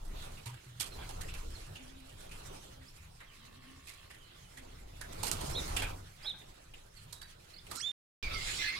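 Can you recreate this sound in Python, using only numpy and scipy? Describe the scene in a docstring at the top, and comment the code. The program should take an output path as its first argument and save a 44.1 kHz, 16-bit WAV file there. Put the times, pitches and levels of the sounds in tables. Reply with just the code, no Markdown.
"""Wind buffets a phone held on a rooftop by a pigeon loft; feet and feathers scuff close by, sparrows chirp
between walls, a dove coos and a horn buzzes far off, something squeaks upward. After a silent gap, young
birds squeal and wings rush by the loft door. Wind, scuffs and wings are shaped noise; hums, calls, horn
and squeak are sines on wavering pitch paths, the last three with a short answer of the walls."""
import sys
import numpy as np
from scipy import signal
from scipy.fft import rfft, irfft, next_fast_len
from scipy.io import wavfile
from scipy.ndimage import uniform_filter1d, map_coordinates

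SR = 44100
rng = np.random.default_rng(int(sys.argv[2]) if len(sys.argv) > 2 else 0)


def dump(signal):
    """Clip the signal to [-1, 1] and save it as 16-bit WAV at the path in sys.argv[1]."""
    limited = np.clip(np.atleast_2d(signal).T, -1, 1)
    pcm = np.round(limited * 32767).astype(np.int16)
    wavfile.write(sys.argv[1], SR, pcm)


def volts(x):
    """Linear amplitude factor 10**(x/20) for a level x in dB, scalar or array-like."""
    e = np.asarray(x, float) / 20
    return 10 ** e


N = 387638
TIME = np.arange(N) / SR
GAP_S = (7.918, 8.2275)  # silent span: start, end

# movement of clothes and hands near the phone: (time [s], level [dB])
STIR = [(0, -68), (.27, -59), (.45, -64), (.6, -69.5), (.76, -69), (.95, -58.5), (1.55, -64.5),
        (1.78, -63.5), (2.08, -68.5), (2.33, -62.5), (2.55, -59), (2.62, -65.5), (2.74, -63), (2.8, -69.5),
        (4.95, -68.5), (5.17, -57.5), (5.3, -51.5), (5.6, -51.5), (5.85, -52.5), (6.05, -65.5),
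        (6.6, -69.5), (7.6, -69.5), (7.72, -60), (7.9, -60), (8.23, -62), (8.41, -58.5), (8.79, -61.5)]


def unit(x):
    """Scales to rms 1."""
    return x / np.sqrt(np.mean(x ** 2) + 1e-20)


def along(points, hz):
    """Interpolates (Hz, value) points on a log frequency axis."""
    f, v = np.transpose(points)
    return np.interp(np.log(hz + 1), np.log(f + 1), v)


def curves(rows):
    """Interpolates each column after the time to one value per sample."""
    s, *cols = np.transpose(rows)
    return [np.interp(TIME, s, c) for c in cols]


def fade(start_s, end_s, edge_s):
    """Window over the span with linear edges."""
    return np.clip(np.minimum(TIME - start_s, end_s - TIME) / edge_s, 0, 1)


def wobble(rate_hz):
    """Smooth random curve, rate_hz knots a second."""
    knots = rng.standard_normal(int(N * rate_hz / SR) + 4)
    return map_coordinates(knots, [TIME * rate_hz])


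def filtered(x, response):
    """Multiplies the spectrum of x by a complex response of frequency."""
    m = next_fast_len(N + SR // 2)
    return irfft(rfft(x, m) * response(np.fft.rfftfreq(m, 1 / SR)), m)[..., :N]


def ports(pair, spectrum):
    """Two unrelated signals as two ports hear them: coloured, partly alike, left late and shaded; mid rms 1."""
    # left-right likeness: (frequency [Hz], correlation [-1 to 1])
    alike = [(60, 1), (200, 0.93), (600, 0.76), (1200, 0.033), (10000, 0.056)]
    # bend of the left port beyond its delay: (frequency [Hz], phase lag [rad])
    bend = [(170, -0.15), (260, -0.29), (450, 0.88), (1100, 1), (2400, -0.43)]
    # the body shades the left port: (frequency [Hz], left over right [dB])
    lean = [(100, 0.5), (500, -3), (2000, -2), (7500, -7), (15000, -13.5)]
    delay_s = 0.000469

    def mid_side(hz):
        turn = np.arccos(np.clip(along(alike, hz), -1, 1)) / 2
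        return volts(along(spectrum, hz)) * [np.cos(turn), np.sin(turn)]

    def left_right(hz):
        # half of the difference goes to each port
        lag_rad = along(bend, hz) + 2 * np.pi * hz * delay_s
        half = volts(along(lean, hz) / 2) * np.exp(-0.5j * lag_rad)
        return np.array([half, 1 / half])

    mid, side = filtered(pair, mid_side)
    both = filtered(np.array([mid + side, mid - side]), left_right)
    return both / np.sqrt(np.mean(both.mean(0) ** 2))


def rush(spectrum, patchy_db):
    """Coloured noise whose gain varies in random time-frequency patches."""
    z = signal.stft(rng.standard_normal((2, N)), nperseg=512)[2]
    field = uniform_filter1d(rng.standard_normal(z.shape[1:]), 6, 0)
    field = uniform_filter1d(field, 8, 1)
    patchy = signal.istft(z * volts(patchy_db * unit(field)), nperseg=512)[1][:, :N]
    return ports(patchy, spectrum)


def placed(x, pan_db, lag_samples, wet_db):
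    """Source with a left-over-right level, its left copy lagging, plus the walls' decaying diffuse answer."""
    # (frequency [Hz], time to decay 60 dB [s])
    walls = [(200, 0.34), (3000, 0.38), (10000, 0.067)]
    hz, t, z = signal.stft(rng.standard_normal((2, SR // 2)), SR, nperseg=256)
    decay = volts(-60 * t / along(walls, hz)[:, None])
    tail = signal.istft(z * decay, SR, nperseg=256)[1]
    tail = tail / np.linalg.norm(tail[0])
    late = np.pad(x, (300, 0))  # the answer starts 300 samples late
    wet = signal.fftconvolve(late[None], tail, axes=1)[:, :N]
    direct = np.array([volts(pan_db / 2) * np.roll(x, lag_samples), volts(-pan_db / 2) * x])
    return direct + volts(wet_db) * wet


def bowed(table, bow):
    """Gliding notes gain a middle pitch, 0.5 + bow of the way through the glide."""
    return [(s, length_s, a_hz, a_hz + (0.5 + bow) * (b_hz - a_hz), b_hz, db)
            for s, length_s, a_hz, b_hz, db in table]


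def notes(table, rough_rad, beaded_db, second_db):
    """Sines on arched pitch paths: rough_rad smears the line, beaded_db breaks it up, second_db is the octave."""
    out = np.zeros(N + SR)
    shake, flutter = wobble(380), wobble(110)
    for s, length_s, start_hz, middle_hz, end_hz, db in table:
        at, u = round(s * SR), np.linspace(0, 1, int(length_s * SR))
        hz = np.polyval(np.polyfit([0, 0.5, 1], [start_hz, middle_hz, end_hz], 2), u)
        here = np.minimum(at + np.arange(len(u)), N - 1)
        phase = 2 * np.pi * np.cumsum(hz) / SR + rough_rad * shake[here]
        tone = np.sin(phase) + volts(second_db) * np.sin(2 * phase)
        swell = np.sqrt(np.sin(np.pi * u).clip(0))
        out[at:][:len(u)] += volts(db + beaded_db * flutter[here]) * swell * tone
    return out[:N]


def wind_and_stir(flicker):
    """Wind lumps on the ports; stir raises thump, roar, rustle and hiss, wind adds to thump and roar."""
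    # wind on the ports: (time [s], level [dB])
    wind = [(0, -47), (.28, -45), (.45, -61), (.76, -63), (.95, -46.5), (1.55, -43), (1.75, -58.5),
            (2.45, -50.5), (2.7, -56.5), (2.85, -61.5), (4.4, -62.5), (4.7, -52), (5.17, -49),
            (5.55, -39.5), (5.85, -42.5), (6.15, -59.5), (6.6, -60.5), (7.6, -61), (7.72, -58.5),
            (7.9, -79), (8.23, -39), (8.4, -43), (8.79, -59.5)]
    # noise colours, all: (frequency [Hz], relative level [dB per Hz])
    buffet_colour = [(10, -15.5), (22, 0), (40, -10.5), (60, -10.5), (90, -22.5), (150, -67.5)]
    thump_colour = [(40, -38), (65, -0.5), (105, -1.5), (135, -2.5), (175, -8), (300, -44)]
    roar_colour = [(100, -24.5), (170, -4), (260, -5.5), (400, -2), (650, -4), (1450, -12), (2000, -40.5)]
    rustle_colour = [(800, -15.5), (1200, -5.5), (2000, -3.5), (3000, -4.5), (4200, -4.5), (6000, -25.5)]
    hiss_colour = [(3500, -7.5), (5000, 4), (8000, 2.5), (10000, -1), (11500, -4), (14500, -16.5),
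                   (16000, -39.5)]
    calm_db = -69.5  # stir and wind level at rest
    (wind_db,), (stir_db,) = curves(wind), curves(STIR)
    wind_rise_db, stir_rise_db = wind_db - calm_db, stir_db - calm_db

    buffet_db = wind_db + 0.46 * wobble(22)
    thump_db = -65.5 + 0.51 * stir_rise_db + 0.29 * wind_rise_db + 2.74 * wobble(14)
    roar_db = -72 + 0.79 * stir_rise_db + 0.33 * wind_rise_db + 1.2 * wobble(15)
    rustle_db = -66 + 0.66 * stir_rise_db + 1.1 * flicker + 1.8 * wobble(13)
    hiss_db = -70 + 0.9 * stir_rise_db + 2.6 * flicker

    buffet = volts(buffet_db) * rush(buffet_colour, patchy_db=-1.0)
    thump = volts(thump_db) * rush(thump_colour, patchy_db=-0.5)
    roar = volts(roar_db) * rush(roar_colour, patchy_db=2.5)
    rustle = volts(rustle_db) * rush(rustle_colour, patchy_db=3.0)
    hiss = volts(hiss_db) * rush(hiss_colour, patchy_db=3.0)
    return buffet + thump + roar + rustle + hiss


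def faint_scuffs():
    """Small scuffs at random moments before the gap, their level following the stir."""
    rate_hz, over_stir_db, spread_db = 6, 18.5, 3
    when, size, knock, pitch = rng.random((round(rate_hz * GAP_S[0]), 4)).T
    s = when * GAP_S[0]
    db = np.interp(s, *np.transpose(STIR)) + over_stir_db + spread_db * np.log(size)
    return list(zip(s, db, -4 - 9 * knock, 1100 + 1700 * pitch))


def scuffs():
    """Each scuff is a dying spray of grit on the right, over a duller knock with its own hollow ring."""
    # (time [s], level [dB], knock over it [dB], knock ring [Hz])
    strokes = [(0.318, -49, -7, 800), (0.4577, -34.5, -4, 930), (0.798, -23, -14.5, 3100),
               (0.8071, -30.5, -10.5, 2420), (0.8594, -37.5, -21, 2500), (1.09, -35.5, -4, 802),
               (1.209, -32, -9.5, 1800), (1.2835, -47, 5.5, 2540), (1.3369, -37, -10, 2560),
               (1.755, -45, 1, 2800), (2.092, -45, -10, 2900), (2.204, -45, -7, 1500),
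               (2.312, -39, -6.5, 2600), (3.202, -48.5, 5.5, 1950), (3.871, -38, -11, 2600),
               (3.893, -40.5, -9, 2320), (4.103, -44, 2, 1870), (4.571, -41.5, -3.5, 1940),
               (5.011, -34.5, -5, 1610), (5.125, -38, -10, 1260), (5.2315, -21, -9, 905),
               (5.2677, -20.5, -21, 2770), (5.3144, -21, -16, 1270), (5.4091, -32, -3.5, 990),
               (5.4944, -34.5, -14.5, 1410), (5.7643, -22.5, -6, 2620), (5.8193, -27.5, -4, 2390),
               (6.7364, -50, 4, 2600), (6.972, -49, -14, 3300), (7.1252, -32, -15, 990),
               (7.214, -38, -7, 1700), (7.712, -29.5, -6.5, 1230), (7.7538, -30.5, -17, 1320)]
    # noise colours: (frequency [Hz], relative level [dB per Hz])
    grit_colour = [(2500, -15.5), (4200, -1.5), (6000, -6.5), (8500, -3), (11500, -10.5), (13500, -13.5),
                   (16000, -42)]
    dull_colour = [(200, -14), (700, -12), (2200, -13), (3500, -12.5), (5000, -40)]
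    bright, knocks, t = np.zeros(N + SR), np.zeros((2, N + SR)), np.arange(SR // 4) / SR
    spray = volts(-60 * t / 0.14) * (1 - np.exp(-t / 0.0011))
    spray = spray + 0.47 * volts(-60 * t / 0.0025)  # sharp onset
    thud = volts(-60 * t / 0.24) * (1 - np.exp(-t / 0.0014))
    dull = np.pad(rush(dull_colour, patchy_db=2.5), ((0, 0), (0, SR)))
    for s, db, knock_db, hz in strokes + faint_scuffs():
        at = round(s * SR)
        bright[at:][:len(t)] += volts(db - 14.0) * spray
        raw = dull[:, at:][:, :len(t)]
        ring = signal.lfilter(*signal.iirpeak(hz, 7, SR), raw)
        knocks[:, at:][:, :len(t)] += volts(db + knock_db - 9.0) * thud * (0.55 * raw + 2.3 * ring)
    grains = rng.standard_normal((2, N)) * volts(3.4 * wobble(700))  # grit comes in millisecond clumps
    grit = bright[:N] * ports(grains, grit_colour) * volts([[-8], [1.2]])
    ragged = volts(1.5 * wobble(70))  # feathers catch and let go
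    return ragged * (grit + knocks[:, :N])


def bumps():
    """The phone body hums low and unsteadily when the grip shifts: quick start, then a sag."""
    # (time [s], length [s], pitch [Hz], level [dB])
    hums = [(0.461, .11, 120, -38), (0.662, 0.15, 121.4, -50.5), (5.194, 0.066, 110, -42.5),
            (5.458, 0.25, 95.4, -43.5), (5.702, 0.34, 95, -40.5)]
    sag_db = 6.5
    shake_rad, waver = 0.7 * wobble(40), volts(2.5 * wobble(45))
    out = np.zeros(N)
    for s, length_s, hz, db in hums:
        sagging = volts(db - sag_db * ((TIME - s) / length_s).clip(0, 1))
        out += sagging * fade(s, s + length_s, 0.0021) * np.sin(2 * np.pi * hz * TIME + shake_rad)
    return waver * out


def snaps():
    """Single dry cracks a few cycles long, close to the right port."""
    # (time [s], level [dB])
    cracks = [(0.8089, -18), (0.8112, -21), (5.2312, -22.5), (5.266, -26), (5.3152, -9), (5.014, -27.5),
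              (7.1275, -29)]
    out, t = np.zeros(N), np.arange(80) / SR
    crack = volts(-60 * t / 0.0011) * np.sin(2 * np.pi * 7500 * t)
    for s, db in cracks:
        out[round(s * SR):][:len(t)] += volts(db) * crack
    return out * volts([[-9], [5]])


def twitter():
    """Short rough gliding chirps, answered by the walls."""
    # (time [s], length [s], start pitch [Hz], end pitch [Hz], level [dB])
    chirps = [(.915, 0.041, 4250, 3970, -54), (1.55, 0.023, 4340, 4120, -54), (2.862, .04, 4400, 5600, -64),
              (5.52, 0.033, 5100, 5900, -53), (5.536, 0.027, 4000, 4300, -49),
              (6.227, 0.032, 4570, 5400, -50), (6.395, 0.031, 3800, 3520, -58),
              (6.958, 0.049, 4700, 4070, -61.5), (7.13, 0.14, 3800, 3910, -62.5),
              (7.21, 0.044, 4230, 4800, -58.5), (7.535, 0.024, 3950, 4920, -58),
              (7.56, 0.022, 4080, 4560, -56), (7.583, 0.008, 4700, 5100, -53),
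              (7.59, 0.015, 3250, 3810, -58)]
    dry_chirps = notes(bowed(chirps, bow=0.1), rough_rad=0.8, beaded_db=3.5, second_db=-44.5)
    return placed(dry_chirps, pan_db=-12.5, lag_samples=0, wet_db=-5.5)


def taps():
    """Light taps on something hollow: each sets the same husky noise resonances going."""
    # (time [s], level [dB])
    hits = [(0.986, -51.5), (1.022, -54), (5.819, -39), (6.244, -48.5), (6.335, -55.5)]
    # (resonance [Hz], relative level [dB])
    hollow = [(800, -4.5), (1550, -1.5), (2400, -5.5), (3300, -3)]

    def rings(f):
        return sum(volts(db) / (1 + ((f - hz) / 130) ** 2) for hz, db in hollow)

    swell = sum(volts(db - 60 * (TIME - s).clip(0) / 0.22) * fade(s, s + 0.3, 0.0025) for s, db in hits)
    return swell * unit(filtered(rng.standard_normal(N), rings)) * volts([[-2], [2.5]])


def coos():
    """A far dove: a soft throat tone, husky and broken, loudest where its pitch is highest."""
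    # (time [s], length [s], start pitch [Hz], end pitch [Hz], level [dB])
    calls = [(1.72, 0.39, 251, 271, -62.5), (2.72, 0.19, 265.7, 257, -67.5),
             (3.36, .45, 206.6, 272.4, -62.5), (4.52, 0.33, 272.7, 235, -62)]
    out = np.zeros(N)
    for s, length_s, start_hz, middle_hz, end_hz, db in bowed(calls, bow=0.12):
        hz, = curves([(s, start_hz), (s + length_s / 2, middle_hz), (s + length_s, end_hz)])
        phase = 2 * np.pi * np.cumsum(hz) / SR + 0.9 * wobble(40)
        husk = volts(4.5 * wobble(25)) * np.sin(phase)
        pitch_db = -0.06 * (max(start_hz, end_hz) - hz)
        out += volts(db + pitch_db) * fade(s, s + length_s, 0.07) * husk
    return placed(out, pan_db=0.5, lag_samples=22, wet_db=-9)


def horn():
    """A far buzz: even pulses, so a ladder of partials, heard only near a few resonances."""
    # (resonance [Hz], width [Hz], level [dB])
    resonances = [(1120, 65, -69.5), (1790, 90, -74.5), (2120, 90, -78), (2680, 100, -76), (3250, 120, -78)]
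    pulse_hz = 63.75
    phase = 2 * np.pi * pulse_hz * TIME + 0.045 * wobble(20)
    out = np.zeros(N)
    for order in range(14, 56):
        gain = sum(volts(db - 4.6 * ((order * pulse_hz - hz) / width_hz) ** 2)
                   for hz, width_hz, db in resonances)
        out += gain * np.sin(order * phase)
    out = out * volts(1.1 * wobble(12)) * fade(3.18, 4.2, 0.19)
    return placed(out, pan_db=-1.5, lag_samples=3, wet_db=-12)


def peeps():
    """One far bird repeats the same falling note."""
    # (time [s], level [dB])
    times = [(3.268, -64), (3.4, -67), (3.645, -68), (3.98, -70), (4.197, -64), (4.42, -67.5)]
    length_s, start_hz, end_hz = 0.056, 3420, 2950
    table = bowed([(s, length_s, start_hz, end_hz, db) for s, db in times], bow=0.25)
    dry_peeps = notes(table, rough_rad=0.3, beaded_db=1.5, second_db=-45)
    return placed(dry_peeps, pan_db=-12.5, lag_samples=0, wet_db=-5.5)


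def sparrows():
    """Near calls: two voices gliding together on arched paths."""
    # (time [s], length [s], level [dB])
    calls = [(5.549, .062, -38.5), (6.253, 0.068, -38.5)]
    # (start pitch [Hz], middle pitch [Hz], end pitch [Hz], level over the call's [dB])
    voices = [(3220, 3820, 3250, 3), (3750, 4100, 3200, -3)]
    table = [(s, length_s, *path_hz, db + voice_db)
             for s, length_s, db in calls for *path_hz, voice_db in voices]
    dry_calls = notes(table, rough_rad=0.35, beaded_db=1.5, second_db=-40)
    return placed(dry_calls, pan_db=-5.5, lag_samples=-1, wet_db=-11)


def squeak():
    """A stick-slip squeal sliding upward, ragged while low, steady once tight."""
    # (time [s], pitch [Hz], level [dB])
    slide = [(7.764, 1400, -58), (7.787, 1340, -55), (7.803, 1714, -55), (7.815, 2780, -39.5),
             (7.826, 3230, -43), (7.836, 3390, -39), (7.871, 3585, -38.5), (7.918, 3595, -46.5)]
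    # each partial from the first: relative level [dB]
    partials_db = [2, -10, -6, -8, 6, -4]
    # what the rubbed part radiates: (frequency [Hz], relative level [dB])
    body = [(1350, 2), (3000, -15), (3250, -3.5), (3500, 0), (4100, 12.5), (5500, 12.5), (7100, -6.5),
            (8300, 3), (10000, -17.5), (13000, -50)]
    hz, db = curves(slide)
    slack = np.clip(1 - hz / 3700, 0.07, 1)
    phase = 2 * np.pi * np.cumsum(hz) / SR + 0.75 * slack * wobble(500)
    tone = np.zeros(N)
    for order, partial_db in enumerate(partials_db, 1):
        ragged_db = 4.2 * slack * wobble(200)
        level_db = db + partial_db + along(body, order * hz) + ragged_db
        tone += volts(level_db) * np.sin(order * phase)
    tone = tone * volts(1.9 * wobble(150)) * fade(slide[0][0], slide[-1][0], 0.006)
    return placed(tone, pan_db=-13, lag_samples=0, wet_db=-12)


def wings(flicker):
    """Wings rush by the loft door as patchy noise, with one close stroke swelling and fading."""
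    # (time [s], level [dB])
    by_door = [(8.23, -48.5), (8.54, -43.5), (8.66, -41), (8.79, -44.5)]
    # noise colours: (frequency [Hz], relative level [dB per Hz])
    wing_colour = [(700, -17), (1300, -6.5), (2200, 0.5), (2800, -1), (4200, -1.5), (5700, -6),
                   (6500, -14.5), (7800, -28.5)]
    stroke_colour = [(2600, -18), (3300, 1), (4300, 1.5), (5600, -23), (6900, 1), (8000, -4), (11500, -16),
                     (15000, -40)]
    wing_db, = curves(by_door)
    passing = (TIME > GAP_S[0]) * volts(wing_db + 0.43 * flicker) * rush(wing_colour, patchy_db=4.0)
    middle_s, half_width_s = 8.52, 0.12
    swell = volts(-44) * np.exp(-((TIME - middle_s) / half_width_s) ** 2)
    return passing + swell * rush(stroke_colour, patchy_db=1.0)


def young_birds():
    """Squeals: rough gliding notes with a strong octave."""
    # (time [s], length [s], start pitch [Hz], end pitch [Hz], level [dB])
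    squeals = [(8.19, 0.105, 2450, 2230, -42.5), (8.33, 0.027, 4750, 4650, -44.5),
               (8.31, 0.081, 1310, 1303, -47.5), (8.34, 0.062, 2200, 2050, -41),
               (8.4, 0.055, 2090, 2190, -45.5), (8.48, .05, 2500, 2350, -48),
               (8.585, .075, 2070, 2060, -41), (8.655, 0.08, 2055, 2090, -39.5),
               (8.725, 0.04, 2156, 2184, -40.5), (8.62, .061, 1708, 1700, -41.5),
               (8.635, 0.04, 1856, 1850, -42), (8.65, 0.0635, 4400, 4200, -44.5),
               (8.6, 0.035, 3500, 4180, -45.5), (8.74, 0.055, 4300, 5500, -53.5),
               (8.76, 0.1, 1100, 1400, -52.5)]
    dry_squeals = notes(bowed(squeals, bow=-0.105), rough_rad=0.55, beaded_db=2.5, second_db=-11.5)
    return placed(dry_squeals, pan_db=-12.0, lag_samples=0, wet_db=-8)


def scene():
    """Sums all sources at the two ports."""
    flicker = wobble(30)  # shared by rustle, hiss and wings
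    handling = bumps() + scuffs() + taps() + snaps()
    birds = twitter() + coos() + peeps() + sparrows() + young_birds()
    return wind_and_stir(flicker) + wings(flicker) + handling + birds + horn() + squeak()


def top_cut(x):
    """Nothing passes above the cut-off."""
    return signal.sosfilt(signal.butter(12, 15830, fs=SR, output="sos"), x)


def record(dry):
    """Mutes the gap with short edges."""
    mix = dry * (1 - fade(*GAP_S, 0.00039))
    return top_cut(mix)


dry = scene()
out = record(dry)
dump(out)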